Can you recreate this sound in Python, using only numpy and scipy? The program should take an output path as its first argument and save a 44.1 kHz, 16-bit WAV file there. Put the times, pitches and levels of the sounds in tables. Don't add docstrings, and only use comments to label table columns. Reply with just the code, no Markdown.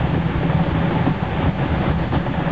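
import sys
import numpy as np
from scipy import signal
from scipy.fft import rfft, irfft, next_fast_len
from scipy.io import wavfile
from scipy.ndimage import uniform_filter1d, map_coordinates

SR = 44100
rng = np.random.default_rng(int(sys.argv[2]) if len(sys.argv) > 2 else 0)


def put_to_file(sound):
    columns = np.atleast_2d(sound).T
    safe = np.clip(columns, -1, 1)
    whole_steps = np.round(safe * 32767)
    wavfile.write(sys.argv[1], SR, whole_steps.astype(np.int16))


def natural_amplitude(level_db):
    exponent = np.asarray(level_db, float) / 20
    return 10 ** exponent


N = 110691

# [f/Hz, level/dB]
HISS_SPECTRUM = [(3000, -120), (4500, 0.5), (7400, -2.5), (7800, -9), (8200, -28), (8400, -50)]
# [f/Hz, rms level/dB]
WHINES = [(4389, -79), (6223, -90), (6666, -87)]
# [t/s, peak level/dB, f/Hz, length/s]
HEAVES = [(0.036, -16.5, 73, 0.084), (0.105, -16.5, 82, 0.034), (0.174, -16.5, 83, 0.048),
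          (0.2, -29, 88, 0.02), (0.239, -23, 61, 0.025), (0.358, -18.5, 77.5, 0.032),
          (0.383, -10, 77, 0.014), (0.505, -24, 78, 0.068), (0.576, -13.5, 84.6, 0.037),
          (0.616, -27, 68, 0.017), (0.683, -14, 83, 0.03), (0.732, -12.5, 78, 0.019),
          (0.792, -21, 85, 0.032), (1.045, -19.9, 81, 0.013), (1.072, -14.5, 70, 0.015),
          (1.104, -21, 77.4, 0.012), (1.342, -17, 63, 0.035), (1.442, -12, 82, 0.022),
          (1.472, -10.5, 75.6, 0.034), (1.661, -18, 80, 0.023), (1.714, -13, 77, 0.047),
          (1.772, -14.5, 75, 0.028), (1.797, -24.5, 76.5, 0.013), (1.828, -22, 64, 0.019),
          (1.907, -8, 74, 0.018), (1.971, -17.5, 75, 0.038), (2.027, -18, 70, 0.047),
          (2.14, -15.5, 79, 0.013), (2.169, -12.5, 74, 0.023), (2.38, -19.5, 82.4, 0.041)]
# [t/s, peak level/dB, f/Hz, length/s]
KNOCKS = [(0.014, -32, 256, 0.045), (0.044, -20, 274, 0.017), (0.151, -14.5, 270, 0.022),
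          (0.18, -11, 310, 0.0093), (0.344, -17, 313, 0.019), (0.366, -19, 330, 0.012),
          (0.409, -21, 296, 0.024), (0.434, -13.5, 347, 0.007), (0.46, -19, 273.5, 0.039),
          (0.565, -31, 284, 0.02), (0.603, -19, 291, 0.02), (0.672, -19.5, 293, 0.016),
          (0.717, -17.5, 325, 0.018), (0.753, -14.5, 262, 0.014), (0.775, -18, 292, 0.01),
          (0.844, -22, 263, 0.019), (0.878, -20.7, 296, 0.014), (0.917, -21, 344, 0.02),
          (0.961, -13.5, 273, 0.026), (1.078, -8.5, 295, 0.013), (1.106, -12, 278, 0.01),
          (1.329, -23.5, 280, 0.018), (1.481, -14.5, 270, 0.022), (1.633, -15, 290, 0.011),
          (1.659, -8, 270, 0.0067), (1.676, -39, 305, 0.008), (1.72, -17.5, 294, 0.008),
          (1.755, -19, 325, 0.012), (1.821, -16.5, 315, 0.023), (1.84, -30, 276, 0.013),
          (1.866, -18, 299, 0.0064), (1.885, -33, 293, 0.014), (1.909, -20, 278, 0.042),
          (2.021, -15, 300, 0.0064), (2.135, -15, 330, 0.0098), (2.161, -15, 287, 0.025),
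          (2.185, -13.5, 284, 0.0087), (2.307, -18, 277, 0.023), (2.365, -27, 290, 0.0065),
          (2.402, -19.5, 310, 0.032)]
# [t/s, peak level/dB, f/Hz, length/s]
BUFFETS = [(0.02, -14.5, 136.6, 0.022), (0.048, -9.5, 156, 0.013), (0.096, -11, 145, 0.0098),
           (0.136, -10, 159, 0.014), (0.168, -8, 172, 0.0069), (0.202, -11.5, 173, 0.021),
           (0.258, -13, 165, 0.031), (0.308, -16, 153, 0.01), (0.364, -13, 147, 0.02),
           (0.391, -15, 140, 0.016), (0.419, -15.5, 145, 0.02), (0.458, -12.5, 164, 0.033),
           (0.502, -11.5, 151, 0.022), (0.554, -7, 153, 0.016), (0.581, -14, 156, 0.0099),
           (0.613, -10.5, 165, 0.028), (0.687, -10, 164, 0.01), (0.734, -28, 150, 0.0085),
           (0.762, -18.5, 158, 0.065), (0.812, -16.5, 172, 0.0087), (0.84, -15.5, 182, 0.038),
           (0.886, -18.5, 149, 0.028), (0.952, -17, 162, 0.021), (0.973, -12, 149, 0.009),
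           (0.993, -18.5, 164, 0.0075), (1.016, -13.5, 162, 0.019), (1.074, -8.5, 169, 0.0075),
           (1.106, -12.5, 150, 0.037), (1.229, -11, 158, 0.0082), (1.387, -15.5, 147, 0.026),
           (1.447, -16, 138, 0.015), (1.489, -9, 157, 0.015), (1.603, -16, 139, 0.042),
           (1.635, -18, 148, 0.036), (1.733, -15.5, 157, 0.013), (1.763, -17, 173, 0.02),
           (1.807, -13, 170, 0.012), (1.881, -7.5, 154.6, 0.0066), (1.923, -16.5, 154, 0.06),
           (1.962, -14.5, 161, 0.018), (2.004, -16.5, 161, 0.039), (2.172, -12.5, 146, 0.013),
           (2.214, -16.6, 173, 0.02), (2.288, -14.5, 128, 0.029), (2.317, -15.5, 177, 0.012),
           (2.386, -12.5, 173, 0.018), (2.426, -15.5, 145, 0.015), (2.472, -13, 163, 0.026)]
# [t/s, level/dB]
SPRAY_STRENGTH = [(0.0, -27), (0.25, -31), (0.33, -29), (0.81, -28.5), (0.82, -26.5), (1.05, -29),
                  (1.07, -25), (1.12, -32), (1.46, -26.5), (1.54, -34), (1.6, -28.5), (1.89, -26.5),
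                  (1.97, -34.5), (2.01, -29.5), (2.11, -34), (2.15, -23), (2.19, -32), (2.51, -27.5)]
# [f/Hz, level/dB]
RUSH_SPECTRUM = [(450, -30), (900, -0.5), (1370, -3.5), (1740, -3), (3200, -10.5), (3600, -13), (4400, -44),
                 (5400, -57.5)]
# [f/Hz, width/Hz, level/dB]
PANEL_MODES = [(249.3, 49.6, -3), (339, 57, -4), (407, 23.6, -5.5), (481.6, 29, -7), (562, 37, -4.5),
               (652, 47, -9.5), (747, 60, -6.5), (883, 44, -7.5), (953.4, 18.6, -10), (1143, 350, -19),
               (1747, 177, -20.5)]
# [t/s, splash peak level/dB]
SLAPS = [(0.145, -13.5), (0.274, -32), (0.298, -49), (0.43, -10), (0.498, -10), (0.593, -11.5),
         (0.663, -15), (0.82, -14.5), (0.91, -8.5), (0.952, -12.5), (1.065, -7), (1.278, -16.5),
         (1.41, -27), (1.425, -18), (1.459, -10.5), (1.585, -14.5), (1.633, -22.5), (1.716, -13.5),
         (1.739, -18), (1.802, -14), (1.853, -30), (1.994, -14.5), (2.035, -15.5), (2.06, -26),
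         (2.123, -14), (2.248, -33), (2.264, -12), (2.34, -11.5), (2.475, -10.5)]
# [f/Hz, level/dB]
HULL_MUFFLE = [(1500, -7.5), (3000, -2), (4500, -36.5)]
# [f/Hz, level/dB]
RUMBLE_SPECTRUM = [(20, -15), (45, 2.5), (58, 4.5), (68, 7), (77, 1.5), (88, 8.5), (102, 0.5), (130, -34.5)]
# [f/Hz, level/dB]
CABIN_AIR = [(80, -38.5), (105, -5), (130, 0.5), (160, -21.5), (195, -0.5), (215, -15), (400, -71)]
# [t/s, level/dB]
BOOM_STRENGTH = [(0.0, -26.5), (0.04, -25.5), (0.31, -21), (0.33, -26.5), (0.36, -24.5), (1.12, -20),
                 (1.15, -23.5), (1.5, -23), (1.55, -22.5), (1.61, -25), (1.72, -21), (1.73, -21),
                 (2.0, -23.5), (2.11, -21), (2.17, -17), (2.23, -26.5), (2.48, -29.5), (2.51, -13)]
# [t/s, second firing order f/Hz, tone clearness level/dB]
ENGINE_SPEED = [
    (0, 166, -7),
    (.25, 164, -8),
    (.5, 163, -14.5),
    (.8, 165, 2.5),
    (1.1, 166, -8),
    (1.35, 164, 0),
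    (1.6, 164, -5),
    (2, 165, -10),
    (2.51, 167, 1),
]
# [multiple of the second firing order, level over the boom/dB]
ENGINE_ORDERS = [(.5, -14), (1, -8)]


def unit(x):
    return x / np.sqrt(np.mean(x ** 2) + 1e-20)


def along(points, hz):
    f, level = np.transpose(points)
    return np.interp(np.log(hz + 1), np.log(f + 1), level)


def curves(rows):
    s, *columns = np.transpose(rows)
    return [np.interp(np.arange(N) / SR, s, column) for column in columns]


def wobble(rate):
    return map_coordinates(rng.standard_normal(400), [np.arange(N) * rate / SR])


def filtered(x, response):
    m = next_fast_len(N + SR // 2)
    return irfft(rfft(x, m) * response(np.fft.rfftfreq(m, 1 / SR)), m)[:N]


def shaped(x, points):
    return filtered(x, lambda f: natural_amplitude(along(points, f)))


def evened(x):
    steady, window_s = 0.8, 0.035
    power = np.abs(uniform_filter1d(unit(x) ** 2, round(window_s * SR))) + 0.037
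    return unit(x / power ** (steady / 2))


def patchy(patchy_db):
    z = signal.stft(rng.standard_normal(N + 512), nperseg=512)[2]
    field = uniform_filter1d(rng.standard_normal(z.shape), size=6, axis=0)
    field = uniform_filter1d(field, size=8, axis=1)
    return signal.istft(z * natural_amplitude(patchy_db * unit(field)), nperseg=512)[1][:N]


def panels(f):
    total = 0
    for k, (centre, width, db) in enumerate(PANEL_MODES):
        resonance = 1j * f * width / (centre * centre - f * f + 1j * f * width)
        total = total + (-1) ** k * natural_amplitude(db) * resonance
    return total


def electronics():
    t = np.arange(N) / SR
    sound = natural_amplitude(-67) * unit(shaped(rng.standard_normal(N), HISS_SPECTRUM))
    for hz, db in WHINES:
        sound += natural_amplitude(db) * np.sqrt(2) * np.sin(2 * np.pi * hz * t)
    return sound


def swells(rows, gain_db, stretch, phases):
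    t, sound = np.arange(N) / SR, np.zeros(N)
    for (s, db, hz, length), phase in zip(rows, phases):
        bell = np.exp(-np.log(16) * ((t - s) / (stretch * length)) ** 2)
        sound += natural_amplitude(db + gain_db) * bell * np.sin(2 * np.pi * hz * (t - s) + phase)
    return sound


def airframe():
    step_scatter = 0.12
    turns = np.cumsum(curves(ENGINE_SPEED)[0]) / SR
    chance = rng.uniform(0, 2 * np.pi, size=(3, 60))
    in_step = [2 * np.pi * turns[round(row[0] * SR)] + 2 * step_scatter * (u - np.pi)
               for row, u in zip(BUFFETS, chance[2])]
    heaves = swells(HEAVES, gain_db=-6.5, stretch=1, phases=chance[0])
    knocks = swells(KNOCKS, gain_db=-5.5, stretch=0.79, phases=chance[1])
    return heaves + knocks + swells(BUFFETS, gain_db=-3.5, stretch=1.056, phases=in_step)


def spray():
    drum_db, drum_follows = 1, 1.06
    rush_db, rush_follows = -5, 0.86
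    strength_db, = curves(SPRAY_STRENGTH)
    mean_db = strength_db.mean()
    swing_db = strength_db - mean_db + 0.7 * wobble(34.09)
    lumps = natural_amplitude(0.6 * wobble(39.7))
    drum = evened(filtered(patchy(patchy_db=1.17) * lumps, panels))
    rush = unit(shaped(patchy(patchy_db=0.77), RUSH_SPECTRUM))
    drum = natural_amplitude(drum_db + drum_follows * swing_db) * drum
    rush = natural_amplitude(rush_db + rush_follows * swing_db) * rush
    return natural_amplitude(mean_db) * (drum + rush)


def slaps():
    splash_db, splash_t60_s, splash_rise_s = -16, 0.18, 0.0013
    crack_db, crack_t60_s = -3.5, 0.057
    click_db = 2
    t = np.arange(SR // 4) / SR
    splash = natural_amplitude(splash_db - 60 * t / splash_t60_s) * (1 - np.exp(-t / splash_rise_s))
    fade = splash + natural_amplitude(crack_db - 60 * t / crack_t60_s)
    envelope, blows = np.zeros(N + SR), np.zeros(N)
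    for s, db in SLAPS:
        start = round(s * SR)
        envelope[start:][:len(t)] += natural_amplitude(db) * fade
        blows[start] = natural_amplitude(db + click_db)
    water = envelope[:N] * evened(filtered(rng.standard_normal(N), panels))
    return shaped(filtered(blows, panels) + water, HULL_MUFFLE)


def engine():
    rumble_db, rumble_follows = -9.5, 0.3
    wash_db, firing_db = -7, -14
    jitter, firing_scatter_db = 0.11, 1.5
    (hz, clear_db), (boom_db,) = curves(ENGINE_SPEED), curves(BOOM_STRENGTH)
    turns = np.cumsum(hz) / SR

    tones = np.zeros(N)
    for multiple, db in ENGINE_ORDERS:
        level = natural_amplitude(db + clear_db + 0.52 * wobble(18))
        phase = 2 * np.pi * multiple * turns + 0.3 * wobble(6.8)
        tones += level * np.sqrt(2) * np.sin(phase)

    chance = rng.standard_normal((300, 2))
    at = np.flatnonzero(np.diff(np.floor(turns / 2)))
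    late = (jitter * chance[:len(at), 0] * 2 * SR / hz[at]).astype(int)
    strength = natural_amplitude(firing_scatter_db * chance[:len(at), 1])
    firings = np.bincount(np.clip(at + late, 0, N - 1), strength, N)
    firings = evened(shaped(firings, CABIN_AIR))

    lumps = natural_amplitude(0.8 * wobble(34.43))
    wash = unit(lumps * evened(shaped(rng.standard_normal(N), CABIN_AIR)))
    boom = natural_amplitude(boom_db) * (tones + natural_amplitude(wash_db) * wash + natural_amplitude(firing_db) * firings)

    rumble = evened(shaped(rng.standard_normal(N), RUMBLE_SPECTRUM))
    mean_db = boom_db.mean()
    return boom + natural_amplitude(mean_db + rumble_db + rumble_follows * (boom_db - mean_db)) * rumble


def scene():
    return (airframe() + spray() + slaps() + engine())[None]


def low_pass(x):
    return signal.sosfilt(signal.butter(12, 8250, fs=SR, output="sos"), x)


def record(dry):
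    ceiling, knee, offset = 0.44, 5, -0.0108
    held = dry[0] / (1 + np.abs(dry[0] / ceiling) ** knee) ** (1 / knee)
    dull = shaped(held, [(4500, 1.0), (6000, -34.5), (8000, -54)])
    return low_pass((dull + electronics() + offset)[None])


dry = scene()
out = record(dry)
put_to_file(out)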